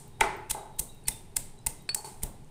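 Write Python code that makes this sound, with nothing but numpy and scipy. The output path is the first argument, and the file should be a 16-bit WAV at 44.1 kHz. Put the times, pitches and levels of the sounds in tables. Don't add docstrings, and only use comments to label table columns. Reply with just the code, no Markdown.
import sys
import numpy as np
from scipy import signal
from scipy.fft import rfft, irfft
from scipy.io import wavfile
from scipy.ndimage import map_coordinates

SR = 44100
rng = np.random.default_rng(int(sys.argv[2]) if len(sys.argv) > 2 else 0)


def put_to_file(sound):
    columns = np.atleast_2d(sound).T
    safe = np.clip(columns, -1, 1)
    whole_steps = np.round(safe * 32767)
    wavfile.write(sys.argv[1], SR, whole_steps.astype(np.int16))


def ratio(d):
    e = np.asarray(d, float) / 20
    return 10 ** e


N = 110250
LEAD_S = 0.1
NEAR_WET_DB, FAR_WET_DB = -11.5, 2

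# (frequency [Hz], level [dB])
BRIGHT_SPECTRUM = [(2000, -28), (3500, -18.5), (6000, -7), (8000, -1), (10000, -5), (12500, -5.5),
                   (15000, -3.5), (17000, -4)]


def unit(x):
    return x / np.sqrt(np.mean(x ** 2) + 1e-20)


def along(points, hz):
    f, v = np.transpose(points)
    return np.interp(np.log(hz + 1), np.log(f + 1), v)


def colour(x, points):
    gain = ratio(along(points, np.fft.rfftfreq(4096, 1 / SR)))
    cepstrum = irfft(np.log(gain + 1e-4))
    cepstrum[1:2048] *= 2
    response = irfft(np.exp(rfft(cepstrum[:2049], 4096)))
    return signal.fftconvolve(x, response / np.linalg.norm(response))[:len(x)]


def wobble(rate):
    knots = rng.standard_normal(int(N * rate / SR) + 4)
    return map_coordinates(knots, [np.arange(N) * rate / SR])


def ring(modes, t, rise_s, scatter_db):
    total = 0
    for k, (hz, db, t60) in enumerate(modes):
        decay = ratio(db + scatter_db * rng.normal() - 60 * t / t60)
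        total = total + (-1) ** k * decay * np.sin(2 * np.pi * hz * t)
    return total * (1 - np.exp(-t / max(rise_s, 1e-5)))


def add(track, s, x, wet_db, send=None):
    # (frequency [Hz], t60 [s])
    room_decay = [(100, 1), (800, 0.62), (2500, 0.63), (8000, 0.41), (15000, 0.31)]
    rise_s, echo_s, echo_spread_s, echo_lift = 0.0044, 0.03, 0.011, 0.4
    hz, t, z = signal.stft(rng.standard_normal(SR * 2 // 3), SR, nperseg=256)
    swell = 1 - np.exp(-(t / rise_s) ** 2)
    echoes = echo_lift * np.exp(-((t - echo_s) / echo_spread_s) ** 2)
    decay = ratio(-60 * t / along(room_decay, hz)[:, None])
    tail = signal.istft(z * decay * (swell + echoes), SR, nperseg=256)[1]
    placed = signal.fftconvolve(x if send is None else send, ratio(wet_db) * tail / np.linalg.norm(tail))
    placed[:len(x)] += x
    part = track[round((s + LEAD_S) * SR):][:len(placed)]
    part += placed[:len(part)]


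def air():
    # (frequency [Hz], level [dB])
    tone_spectrum = [(150, 4), (300, -7.5), (400, -3), (550, -16), (850, -8), (1200, -23), (4000, -26.5),
                     (16000, -46.5)]
    # (frequency [Hz], level [dB])
    rumble_spectrum = [(10, 28), (30, 3.5), (60, -8.5), (150, -10), (300, -36)]
    air_db, rumble_db, hum_db, hum_hz, hum_width_hz = -55, -51, -60, 127.3, 15.3
    f = np.fft.rfftfreq(N, 1 / SR)

    def noise(gain):
        return unit(irfft(rfft(rng.standard_normal(N)) * gain, N))

    tone = ratio(air_db + wobble(3.4)) * noise(ratio(along(tone_spectrum, f)) * (f > 70))
    hum = ratio(hum_db + 0.34 * wobble(3.5)) * noise(1 / (1 + ((f - hum_hz) / hum_width_hz) ** 2))
    rumble = ratio(rumble_db + 1.3 * wobble(4.0)) * noise(ratio(along(rumble_spectrum, f)) * (f > 12))
    return tone + hum + rumble


def struck(hits, modes, spectrum, wet_db, scatter_db, free_s):
    rattle, rattle_s = 0.32, 0.0043
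    track, t = np.zeros(N + SR), np.arange(SR // 4) / SR
    free = np.clip((free_s - t) / 0.003, 0, 1)
    for s, ring_db, crack_db, tilt in hits:
        click = (t == 0) + rattle * rng.standard_normal(len(t)) * np.exp(-t / rattle_s)
        clean_click = np.linalg.norm(click) * (t == 0)
        tilted = [(hz, db + 2 * tilt * np.log2(max(hz, 900) / 900)) for hz, db in spectrum]
        body = ratio(ring_db) * ring(modes, t, 0.00034, scatter_db) * free
        near, send = [body + ratio(crack_db) * colour(x, tilted) for x in (click, clean_click)]
        add(track, s, near, wet_db, send)
    return track


def pot_knocks():
    # (time [s], ring level [dB], crack level [dB], treble tilt [steps of 2 dB per octave])
    knocks = [
        (-.09, -38.5, -41, -3),
        (.196, -39.5, -65, -4),
        (.2112, -15.5, -15, 4.5),
        (.5475, -27, -43.5, -2),
        (.63, -52, -36, -4),
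        (1.96, -35.5, -57, 0),
        (2.045, -35.5, -53, -0.5),
        (2.24, -50.5, -44.5, 2.5),
    ]
    # (frequency [Hz], level [dB], t60 [s])
    pot_modes = [(396.4, -10.5, 0.051), (668, -11, 0.051), (750, -3.5, 0.014), (857.2, 1, 0.035),
                 (1185, -13, 0.017), (1240, -12, 0.023), (1578, -12, 0.019), (1616, -15, 0.022),
                 (2050, -23.5, 0.028)]
    # (frequency [Hz], level [dB])
    crack_spectrum = [(150, -11.5), (350, 4), (900, 15.5), (1550, 6), (2200, 0.5), (3200, -15), (6000, -28),
                      (16000, -56)]
    return struck(knocks, pot_modes, crack_spectrum, FAR_WET_DB, scatter_db=1, free_s=1)


def crackle(shape):
    grains_per_s, grain_scatter_db, fizz = 5000, 3, 0.3
    n = len(shape)
    clicks = (rng.random(n) < grains_per_s / SR) * ratio(grain_scatter_db * rng.standard_normal(n))
    burst = (clicks * rng.choice([-1, 1], n) + fizz * rng.standard_normal(n)) * shape
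    size = np.linalg.norm(shape)
    return burst * size / np.linalg.norm(burst), size * (np.arange(n) == np.argmax(shape))


def crunch():
    # (time of peak [s], bright level [dB], dull level [dB], fall [s], treble tilt [steps of 2 dB per
    bursts = [(-.08, -16.5, -31.5, 0.0019, 0), (0.2081, -25.5, -30.5, 0.003, -4.5),
              (0.4988, -36, -41, 0.0045, -3), (0.5089, -31.5, -30, 0.003, 2),
              (0.513, -27, -40, 0.0026, -2.5), (.794, -23.5, -46, 0.004, 5), (0.7988, -24, -47, 0.0028, 2),
              (1.084, -26.5, -42, 0.0022, -0.5), (1.3646, -34.5, -40, .001, -3.5),
              (1.3686, -21, -32.5, 0.0023, 1), (1.665, -22.5, -43.5, 0.0044, 4.5),
              (1.6684, -25.5, -39, 0.0024, -1.5), (1.67, -27.5, -41, 0.0017, -5),
              (1.947, -21.5, -38, 0.0026, -2), (2.046, -48, -56, 0.07, -2), (2.234, -22, -40, 0.0042, 6)]
    # (time of first touch [s], length [s],
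    # bright level [dB], dull level [dB])
    squeezes = [(0.201, 0.011, -50, -43.5), (.495, 0.02, -37.5, -73), (0.784, 0.0087, -42.5, -50.5),
                (1.0705, 0.017, -41, -46), (1.359, 0.011, -40.5, -49.5), (1.676, 0.0051, -65.5, -63),
                (1.942, 0.0055, -48, -55), (2.221, 0.011, -51, -60)]
    # (frequency [Hz], level [dB])
    dull_spectrum = [(200, -28), (700, -21.5), (1500, -6.5), (2300, -3), (4000, 1.5), (6000, -28.5),
                     (9000, -51.5)]
    rise_s, swell_db = 0.00049, 20.5
    track, t = np.zeros(N + SR), np.arange(-SR // 100, SR // 5) / SR
    shapes = []
    for s, bright_db, dull_db, fall_s, tilt in bursts:
        shape = np.exp(np.where(t < 0, t / rise_s, -t / max(fall_s, 1e-4)))
        shapes.append((s, bright_db, dull_db, shape, tilt))
    for s, length, bright_db, dull_db in squeezes:
        shape = ratio(swell_db * (t / length - 0.5)) * (t > 0) * (t < length)
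        shapes.append((s, bright_db, dull_db, shape, 0))
    for s, bright_db, dull_db, shape, tilt in shapes:
        bright = [(hz, db + 2 * tilt * np.log2(hz / 9000)) for hz, db in BRIGHT_SPECTRUM]
        near, send = [ratio(bright_db) * colour(x, bright) + ratio(dull_db) * colour(x, dull_spectrum)
                      for x in crackle(shape)]
        add(track, s + t[0], near, NEAR_WET_DB, send)
    return track


def ticks():
    # (time [s], level [dB], frequency [Hz], length [cycles])
    wet_ticks = [(.0795, -42, 14600, 8.5), (.3675, -42, 14600, 17), (.7645, -48, 14800, 8.7),
                 (.948, -42.5, 14600, 8), (1.04, -49.5, 9000, 3.9), (1.347, -62, 14500, 10),
                 (1.59, -47, 7650, 3.5), (1.614, -74, 13500, 8), (1.824, -46, 14000, 11),
                 (2.446, -51, 7300, 2.9), (2.479, -61, 6400, 5.1)]
    track, t = np.zeros(N + SR), np.arange(-SR // 200, SR // 200) / SR
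    for s, db, hz, cycles in wet_ticks:
        bell = np.exp(-(t * hz / cycles * 2) ** 2)
        add(track, s + t[0], ratio(db) * bell * np.cos(2 * np.pi * hz * t), -9)
    return track


def birds():
    # (start [s], length [s], level [dB], start frequency [Hz], end frequency [Hz])
    whistles = [(0.106, 0.14, -75, 3750, 3770), (.73, 0.058, -69, 3790, 3800),
                (0.873, 0.034, -66, 3680, 3930), (0.947, 0.038, -70.5, 3640, 3830),
                (0.915, 0.04, -74.5, 2700, 2760), (1.022, 0.037, -70, 2730, 2690),
                (1.115, 0.022, -58.5, 3640, 3580), (1.16, 0.04, -67, 2750, 2860),
                (1.583, 0.065, -75, 5090, 5220), (1.775, .045, -72, 3780, 3840),
                (1.83, 0.04, -74.5, 3000, 3140), (.58, 0.023, -65, 3900, 3810),
                (1.565, .04, -72.5, 3950, 3960), (1.852, 0.046, -75, 3900, 4060)]
    track = np.zeros(N + SR)
    for s, length, db, start_hz, end_hz in whistles:
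        n = round(length * SR)
        u = np.arange(n) / n
        hz = start_hz + (end_hz - start_hz) * u + 30 * wobble(56)[:n]
        swell = ratio(db - 0.5 + 7.1 * wobble(52)[:n]) * np.sqrt(np.sin(np.pi * u))
        add(track, s, swell * np.sin(2 * np.pi * np.cumsum(hz) / SR), -4)
    return track


def snaps():
    # (time [s], crack level [dB], ring level [dB], ring frequency [Hz])
    seeds = [(.2097, -14, -15, 3250), (.2106, -22, -3, 2250), (.2119, -19, -18, 2500),
             (.5005, -20, -30, 2600), (.5026, -24, -36, 4000), (.5048, -24, -36, 3000),
             (.5083, -17, -27, 3970), (.5098, -17, -33, 4600), (.5117, -14, -22, 3970),
             (.5155, -16, -36, 6400), (.5194, -25, -42, 4000), (.7935, -18, -35, 4110),
             (.7944, -12, -33, 4110), (.7955, -12, -36, 2400), (.7963, -15, -42, 4900),
             (.7981, -15, -36, 4900), (.799, -16, -42, 4100), (1.0725, -42, -37, 2490),
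             (1.0785, -34, -35, 2600), (1.0813, -19, -34, 3600), (1.0827, -19, -34, 2030),
             (1.0839, -7, -22, 2490), (1.0852, -10, -26, 5450), (1.0862, -14, -28, 2030),
             (1.0884, -21, -32, 3600), (1.0905, -14, -36, 2500), (1.3657, -17, -31, 3630),
             (1.3676, -6, -25, 5400), (1.3684, -13, -27, 2150), (1.3696, -19, -34, 4800),
             (1.6636, -16, -32, 1950), (1.6658, -19, -31, 4900), (1.6683, -16, -29, 5770),
             (1.6697, -14, -28, 2700), (1.6721, -22, -40, 4090), (1.9456, -17, -29, 4000),
             (1.947, -8, -28, 1800), (1.9496, -16, -33, 5000), (2.2215, -40, -41, 2200),
             (2.2318, -26, -36, 2120), (2.2338, -17, -33, 4870), (2.2351, -18, -32, 5740)]
    snap_s, rattle, stone_t60_s = 0.0004, 0.2, 0.012
    snap_db, ping_db = 5, -4.5
    track, t = np.zeros(N + SR), np.arange(SR // 30) / SR
    for s, crack_db, ring_db, hz in seeds:
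        click = (t == 0) + rattle * rng.standard_normal(len(t)) * np.exp(-t / snap_s)
        crack = ratio(crack_db + snap_db) * colour(click / np.linalg.norm(click), BRIGHT_SPECTRUM)
        ping = ring([(hz, ring_db + ping_db, stone_t60_s)], t, 0.0001, 0)
        add(track, s, crack + ping, NEAR_WET_DB, crack + ping / 2)
    return track


def blows():
    # (time [s], bowl ring level [dB], floor thump level [dB])
    pounds = [
        (0.213, -21.5, -24.5),
        (0.51, -40, -31.5),
        (.796, -48.5, -27.5),
        (1.083, -38, -28.5),
        (1.368, -42, -30),
        (1.666, -36.5, -27.5),
        (1.951, -70, -48),
        (2.234, -49, -23),
    ]
    # (frequency [Hz], level [dB], t60 [s])
    bowl_modes = [(889, 10.5, 0.029), (2057, 5, 0.034), (2540, -3, 0.022), (3860, -5.5, 0.024)]
    # (frequency [Hz], level [dB], t60 [s])
    floor_modes = [(37.3, 0.5, 0.071), (126.9, -15, 0.14), (206.4, -13, 0.062)]
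    # (frequency [Hz], level [dB])
    thud_spectrum = [(100, 0), (300, 2), (900, -5), (1800, -24.5)]
    track, t = np.zeros(N + SR), np.arange(SR // 4) / SR
    thud = ratio(6) * colour(1.0 * (t == 0), thud_spectrum)
    for s, bowl_db, thump_db in pounds:
        bowl = ratio(bowl_db) * ring(bowl_modes, t, 0.0019, 0.67)
        thump = ratio(thump_db) * ring(floor_modes, t, 0.0023, 1)
        add(track, s, bowl + thump, NEAR_WET_DB)
        add(track, s, ratio(thump_db) * thud, FAR_WET_DB)
    return track


def spoon_clinks():
    # (time [s], ring level [dB], crack level [dB], treble tilt [steps of 2 dB per octave])
    clinks = [
        (1.0555, -59, -49, 0),
        (1.8905, -31.5, -21, 0),
        (2.045, -54, -52, 0),
    ]
    # (frequency [Hz], level [dB], t60 [s])
    spoon_modes = [(1750, 4, .01), (2450, 4, .02), (4439, -6, .4), (4400, -5, .04), (4452, 6, .13),
                   (7850, -9, .04), (10470, -15, .07)]
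    # (frequency [Hz], level [dB])
    chink_spectrum = [(250, 3), (450, 9.5), (1800, 5), (5200, 7.5), (6200, -34), (8000, 5), (16000, -30)]
    return struck(clinks, spoon_modes, chink_spectrum, wet_db=-13, scatter_db=0, free_s=0.05)


def scene():
    events = pot_knocks() + crunch() + ticks() + birds() + snaps() + blows() + spoon_clinks()
    return (events[round(LEAD_S * SR):][:N] + air())[None]


def low_pass(x):
    return signal.sosfilt(signal.butter(12, 16650, fs=SR, output="sos"), x)


def record(dry):
    # (frequency [Hz], level [dB])
    mic_response = [(20, 0), (5500, 0.5), (7500, 2), (8800, 9.5), (10300, 4.5), (12000, -0.5), (15500, -3),
                    (15800, -27)]
    top_hz = 16600
    f = np.fft.rfftfreq(N, 1 / SR)
    heard = ratio(1.1) * colour(dry[0], mic_response)[None]
    mix = irfft(rfft(heard) * (f < top_hz), N)
    return low_pass(mix)


dry = scene()
out = record(dry)
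put_to_file(out)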